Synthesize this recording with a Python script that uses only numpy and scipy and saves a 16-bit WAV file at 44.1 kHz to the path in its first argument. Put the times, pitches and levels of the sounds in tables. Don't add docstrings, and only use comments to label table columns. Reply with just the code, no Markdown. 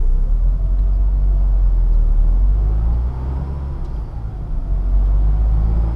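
import sys
import numpy as np
from scipy import signal
from scipy.io import wavfile
from scipy.ndimage import uniform_filter1d

SR = 44100
rng = np.random.default_rng(int(sys.argv[2]) if len(sys.argv) > 2 else 0)


def unload_wav(signal):
    wavfile.write(
        sys.argv[1],
        SR,
        np.round(np.clip(np.atleast_2d(signal).T, -1, 1) * 32767).astype(np.int16),
    )


def ratio_of_db(decibels):
    return 10 ** (np.asarray(decibels, float) / 20)


N = 262395

# t/s, firing rate f/Hz, load/dB
ENGINE = [(0, 29.37, -6), (.12, 30.83, -6), (.25, 35.18, -5.5), (0.429, 41.8, -6), (.52, 43.77, -5.5),
          (0.618, 44.83, -6.5), (0.852, 46.33, -5.5), (1.151, 47.75, -5.5), (1.51, 46.18, -4.5),
          (1.799, 42.51, -5), (2.152, 35.75, -4.5), (2.3, 40.87, -4), (2.449, 46.9, -4.5),
          (2.65, 50.23, -3.5), (2.853, 55.28, -3), (3.05, 60.07, -3), (3.301, 65.32, -2), (3.55, 69.3, -3),
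          (3.801, 68, -4), (4.302, 52.45, -5), (4.55, 47.47, -5.5), (4.75, 45.23, -4.5),
          (4.95, 46.47, -3.5), (5.45, 52.04, -2.7), (5.7, 54.3, -2), (5.95, 56.76, -1.5)]
# lift t/s, fuel back t/s
LIFTS = [(3.7, 4.66), (5.8, 6.6)]


def evened(x):
    return x / np.sqrt(np.mean(x ** 2) + 1e-20)


def read(points, hz):
    f, value = np.transpose(points)
    return np.interp(np.log(hz + 1), np.log(f + 1), value)


def curves(rows):
    s, *columns = np.transpose(rows)
    return [np.interp(np.arange(N) / SR, s, c) for c in columns]


def wander(rate_hz):
    low_pass = signal.butter(2, rate_hz, fs=SR)
    return evened(signal.lfilter(*low_pass, rng.standard_normal(N + SR))[SR:])


def noise(field_db, size):
    hop = size // 4
    hz = np.fft.rfftfreq(size, 1 / SR)[:, None]
    s = np.arange(N // hop + 5) * hop / SR
    a, b = rng.standard_normal((len(s), len(hz), 2)).T
    z = (a + 1j * b) * ratio_of_db(field_db(hz, s))
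    return evened(signal.istft(z, nperseg=size, noverlap=size - hop)[1][:N])


def whine(hz, level_db, width_hz, clean):
    breath = (wander(width_hz / 2) + 1j * wander(width_hz / 2)) / np.sqrt(2)
    carrier = np.exp(2j * np.pi * np.cumsum(hz) / SR)
    tone = carrier * (clean + np.sqrt(1 - clean ** 2) * breath)
    return np.sqrt(2) * ratio_of_db(level_db) * tone.real


def fuel_cut_db():
    lift_s, bite_s, press_s = 0.39, .04, 0.38
    cut_db, bite_db = -14.5, -4.5
    levels_db = [0, cut_db, cut_db, bite_db, 0]
    s = np.arange(N) / SR
    return sum(np.interp(s, [lift, lift + lift_s, back, back + bite_s, back + press_s], levels_db)
               for lift, back in LIFTS)


def firing(hz, turns, load_db, cut_db):
    # f/Hz, level/dB
    boom_by_rate = [(30, -9.5), (34, -11.5), (38, -9.5), (44, -11.5), (47, -11.5), (50, -13), (55, -13.5),
                    (60, -18), (64, -21.5), (69, -23)]
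    # t/s, depth/dB
    judder_dips = [(.278, -6.5), (.385, -4.5), (.58, -5), (.675, -4), (3.14, -6), (4.83, -5)]
    # multiple of firing rate, relative level/dB, phase/turns
    orders = [(2, 0, 0), (3, -5, .12), (4, -11, .2), (5, -10, .6), (6, -11, .4), (7, -16, .8)]
    # f/Hz, gain/dB
    cab_response = [(60, -27), (75, -31), (88, -32), (95, -32.5), (110, -29), (122, -32), (135, -32),
                    (148, -32), (158, -28), (165, -27.5), (173, -41), (185, -43), (200, -44), (212, -38.5),
                    (222, -37.5), (235, -32), (250, -40), (285, -41), (310, -47), (340, -39), (370, -42),
                    (450, -48)]
    dip_s = .018
    dips_db = sum(db * np.exp(-((np.arange(N) / SR - s) / dip_s) ** 2 / 2) for s, db in judder_dips)
    boom_db = read(boom_by_rate, hz) + 0.48 * load_db + cut_db
    out = ratio_of_db(boom_db + dips_db + 0.72 * wander(rate_hz=7.8)) * np.cos(2 * np.pi * turns)

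    slowing = np.minimum(uniform_filter1d(np.gradient(hz) * SR, SR // 5), 0)
    sharp_db = 2 + 1.14 * load_db + 0.072 * slowing
    for k, db, phase in orders:
        push_db = sharp_db if k > 3 else .5 * sharp_db
        push_db = push_db + .35 * cut_db * (k <= 4)
        uneven_db = wander(rate_hz=5)
        level_db = db + read(cab_response, k * hz) + push_db + uneven_db
        out += ratio_of_db(level_db) * np.cos(2 * np.pi * (k * turns + phase))
    return np.sqrt(2) * out


def roar():
    # f/Hz, relative density/dB per Hz
    roar_colour = [(60, -14), (90, -6.5), (125, -6), (155, -6), (191, -13), (301, -17), (445, -18),
                   (877, -20.5), (1400, -27.5), (1580, -34), (1750, -37.5), (2050, -38.5), (2500, -43),
                   (4840, -55), (6460, -59.5), (12000, -64), (15000, -88.5)]
    # f/Hz, width/Hz, gain/dB
    resonances = [(113, 26, -1), (225, 75, 2.5), (343, 84, 4.5), (3270, 390, 3.5), (4980, 1800, 7)]
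    # f/Hz, dB per dB of load
    load_share = [(70, 0.026), (200, 1.23), (300, 1.71), (450, 1.73), (1000, 1.81), (1900, 1.83),
                  (3300, 1.6), (12000, 0.3)]
    roar_db = -33
    streaks_db, streaks_to_hz = 2, 2000
    s_rows, _, load_db = np.transpose(ENGINE)

    def field_db(hz, s):
        panels_db = sum(db / (1 + (2 * (hz - f) / w) ** 2) for f, w, db in resonances)
        streaks = uniform_filter1d(rng.standard_normal((len(s), len(hz))), size=7, axis=0)
        streaks = evened(uniform_filter1d(streaks, size=3, axis=1)).T
        swells_db = streaks_db / (1 + (hz / streaks_to_hz) ** 2) * streaks
        push_db = read(load_share, hz) * np.interp(s, s_rows, load_db)
        return read(roar_colour, hz) + panels_db + swells_db + push_db
    return ratio_of_db(roar_db) * noise(field_db, size=4096)


def rumble():
    # f/Hz, relative density/dB per Hz
    rumble_colour = [(10, -25), (18, 18.5), (26, 32), (36, 14.5), (50, 26), (65, 24), (85, 6), (130, -68.5)]
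    # t/s, length/s, first f/Hz, last f/Hz, mid level/dB
    low_glides = [(0.209, 0.84, 26.05, 38.1, -30), (2.751, 0.31, 28.6, 23.7, -19),
                  (3.616, 0.35, 32.68, 36.5, -23), (3.815, 0.26, 40.1, 61, -26),
                  (4.044, 0.4025, 114.1, 99.66, -36), (4.419, 0.32, 37.46, 25.54, -19),
                  (5.497, 0.32, 24, 29.65, -35)]
    level_db = -30 + 0.3 * np.arange(N) / SR
    out = ratio_of_db(level_db) * noise(lambda hz, s: read(rumble_colour, hz) + 0 * s, size=8192)
    for s, length_s, first_hz, last_hz, db in low_glides:
        part = out[round(s * SR):][:round(length_s * SR)]
        hz = np.linspace(first_hz, last_hz, len(part))
        glide = np.sin(2 * np.pi * np.cumsum(hz) / SR)
        part += np.sqrt(2) * ratio_of_db(db) * np.hanning(len(part)) * glide
    return out


def gears(hz, load_db, cut_db):
    # teeth per firing, level/dB before colour, load and fuel cut
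    meshes = [(41 / 3, -60), (43 / 3, -51.5), (46 / 3, -59), (35 / 3, -63)]
    # f/Hz, gain/dB
    gear_colour = [(420, 2), (490, 5), (560, -4), (630, -1), (680, 1.5), (780, 0), (850, 1), (960, 0)]
    out = np.zeros(N)
    for k, db in meshes:
        level_db = db + read(gear_colour, k * hz) + .25 * load_db + .2 * cut_db
        out += whine(k * hz, level_db + 1.7 * wander(rate_hz=5), width_hz=40, clean=.8)
    return out


def turbo():
    # t/s, whistle f/Hz, breathy upper tone level/dB
    spin = [(0, 1900, -92), (1.1, 2680, -80), (1.5, 3060, -76), (1.9, 3380, -79), (2.4, 3500, -92),
            (2.95, 4250, -89), (3.2, 4650, -83), (3.42, 5150, -79.5), (3.56, 5330, -83), (3.68, 5270, -90),
            (3.8, 5070, -95), (4.1, 4620, -95), (4.8, 3630, -95), (5.35, 4150, -87), (5.62, 4590, -81),
            (5.95, 5150, -78)]
    upper_ratio = 1.56
    full_from_hz, fade_db_per_hz = 4540, .05
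    hz, upper_db = curves(spin)
    fade_db = fade_db_per_hz * np.minimum(hz - full_from_hz, 0)
    gain_db = 1.5 * (np.arange(N) / SR - LIFTS[0][0])
    level_db = -73.2 + fade_db + gain_db + wander(rate_hz=15)
    upper = whine(upper_ratio * hz, upper_db, width_hz=320, clean=0)
    return upper + whine(hz, level_db, width_hz=200, clean=.9)


def panels(hz, load_db):
    # f/Hz, level/dB before load, rise and lift, overtone, lift/dB, reach/Hz
    floor_panel = (161, -49.5, 3, 4, 9)
    dash_panel = (345, -58, 6, 8, 18)
    growth_db = 1.6 * load_db + 1.4 * np.arange(N) / SR

    def drone(panel, width_hz, clean):
        own_hz, db, k, lift_db, reach_hz = panel
        near_db = lift_db / (1 + ((k * hz - own_hz) / reach_hz) ** 2)
        return whine(np.full(N, 1. * own_hz), db + growth_db + near_db, width_hz, clean)
    return drone(floor_panel, 5, .7) + drone(dash_panel, 24, .2)


def air_bursts():
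    # t/s, level/dB, length/s, centre f/Hz, width/Hz
    bursts = [(.788, -62, .02, 3000, 3000), (1.93, -66, .03, 4800, 3000), (2.93, -68, .03, 4600, 700),
              (5.05, -65, .04, 3800, 3000), (3.843, -65, .012, 8000, 3000), (3.845, -55, .022, 4000, 3200),
              (3.86, -68, .15, 4800, 1800), (3.93, -74, .12, 9000, 7000), (3.925, -68, .08, 4750, 500),
              (4.04, -71, .05, 4650, 500)]
    out = np.zeros(N)
    for s, db, length_s, hz, width_hz in bursts:
        u = np.linspace(0, 2, round(2 * length_s * SR))
        band_hz = np.clip([hz - width_hz / 2, hz + width_hz / 2], 100, 20000)
        band_pass = signal.butter(2, band_hz, "bandpass", fs=SR)
        air = signal.lfilter(*band_pass, rng.standard_normal(4 * SR // 10))[-len(u):]
        envelope = np.minimum(u / 0.1, 1) * np.exp(-2.5 * u ** 15.0)
        out[round(s * SR):][:len(u)] += ratio_of_db(db) * evened(air) * envelope
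    return out


def ticks():
    # t/s, level/dB, f/Hz
    clear = [(.642, -58, 3200), (.663, -58, 3100), (.788, -52, 3950), (.789, -50, 1750), (.798, -59, 4000),
             (.832, -58, 3500), (.843, -57, 2800), (.873, -59, 3800), (.878, -60, 3200), (.934, -54, 4800),
             (.952, -57, 4800), (1.93, -55, 4800), (1.95, -56, 4000), (2.93, -55, 4700), (3.963, -50, 3200),
             (3.985, -57, 4700), (5.06, -56, 3800)]
    trim_hz = [3150, 3350, 3950, 4800]
    peak_s, faint_per_s, faintest_db = .0012, 9, -67
    chance = rng.random((round(faint_per_s * N / SR), 3))
    faint = [(a * N / SR, faintest_db + 6 * b, trim_hz[int(c * len(trim_hz))]) for a, b, c in chance]
    out, t = np.zeros(N), np.arange(0, 12 * peak_s, 1 / SR)
    envelope = t / peak_s * np.exp(1 - t / peak_s)
    for s, db, hz in clear + faint:
        modes = np.sin(2 * np.pi * hz * t) + .4 * np.sin(2 * np.pi * .88 * hz * t)
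        ping = ratio_of_db(db) * envelope * (modes + .2 * rng.standard_normal(len(t)))
        part = out[round(s * SR):][:len(t)]
        part += ping[:len(part)]
    return out


def fizz(hz, turns, cut_db):
    # f/Hz, relative density/dB per Hz
    fizz_colour = [(3000, -25), (5500, -6), (7000, -4), (10000, -11), (12500, -9.5), (14000, -15),
                   (16000, -38.5)]
    fizz_by_rate = [(30, -67), (34, -72.5), (38, -72), (44, -78), (48, -83), (53, -77.5), (57, -86),
                    (68, -89)]
    flare_db = 1.1 * np.cos(2 * np.pi * (2 * turns - .25)) + 1.5 * wander(rate_hz=23)
    level_db = read(fizz_by_rate, hz) + 0.72 * cut_db
    return ratio_of_db(level_db + flare_db) * noise(lambda hz, s: read(fizz_colour, hz) + 0 * s, size=512)


def scene():
    hz, load_db = curves(ENGINE)
    turns = np.cumsum(hz) / SR + 0.3076
    cut_db = fuel_cut_db()
    engine = firing(hz, turns, load_db, cut_db) + roar() + gears(hz, load_db, cut_db) + turbo()
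    cab = panels(hz, load_db) + rumble() + air_bursts() + ticks() + fizz(hz, turns, cut_db)
    return (engine + cab)[None]


def band_limit(x):
    return signal.sosfilt(signal.butter(12, 15260, fs=SR, output="sos"), x)


def record(dry):
    n = np.arange(N)
    fade_in = np.minimum(n / 300, 1)
    fade_out = np.minimum(n[::-1] / 300 + 0.25, 1)
    return band_limit(dry * fade_in * fade_out)


dry = scene()
out = record(dry)
unload_wav(out)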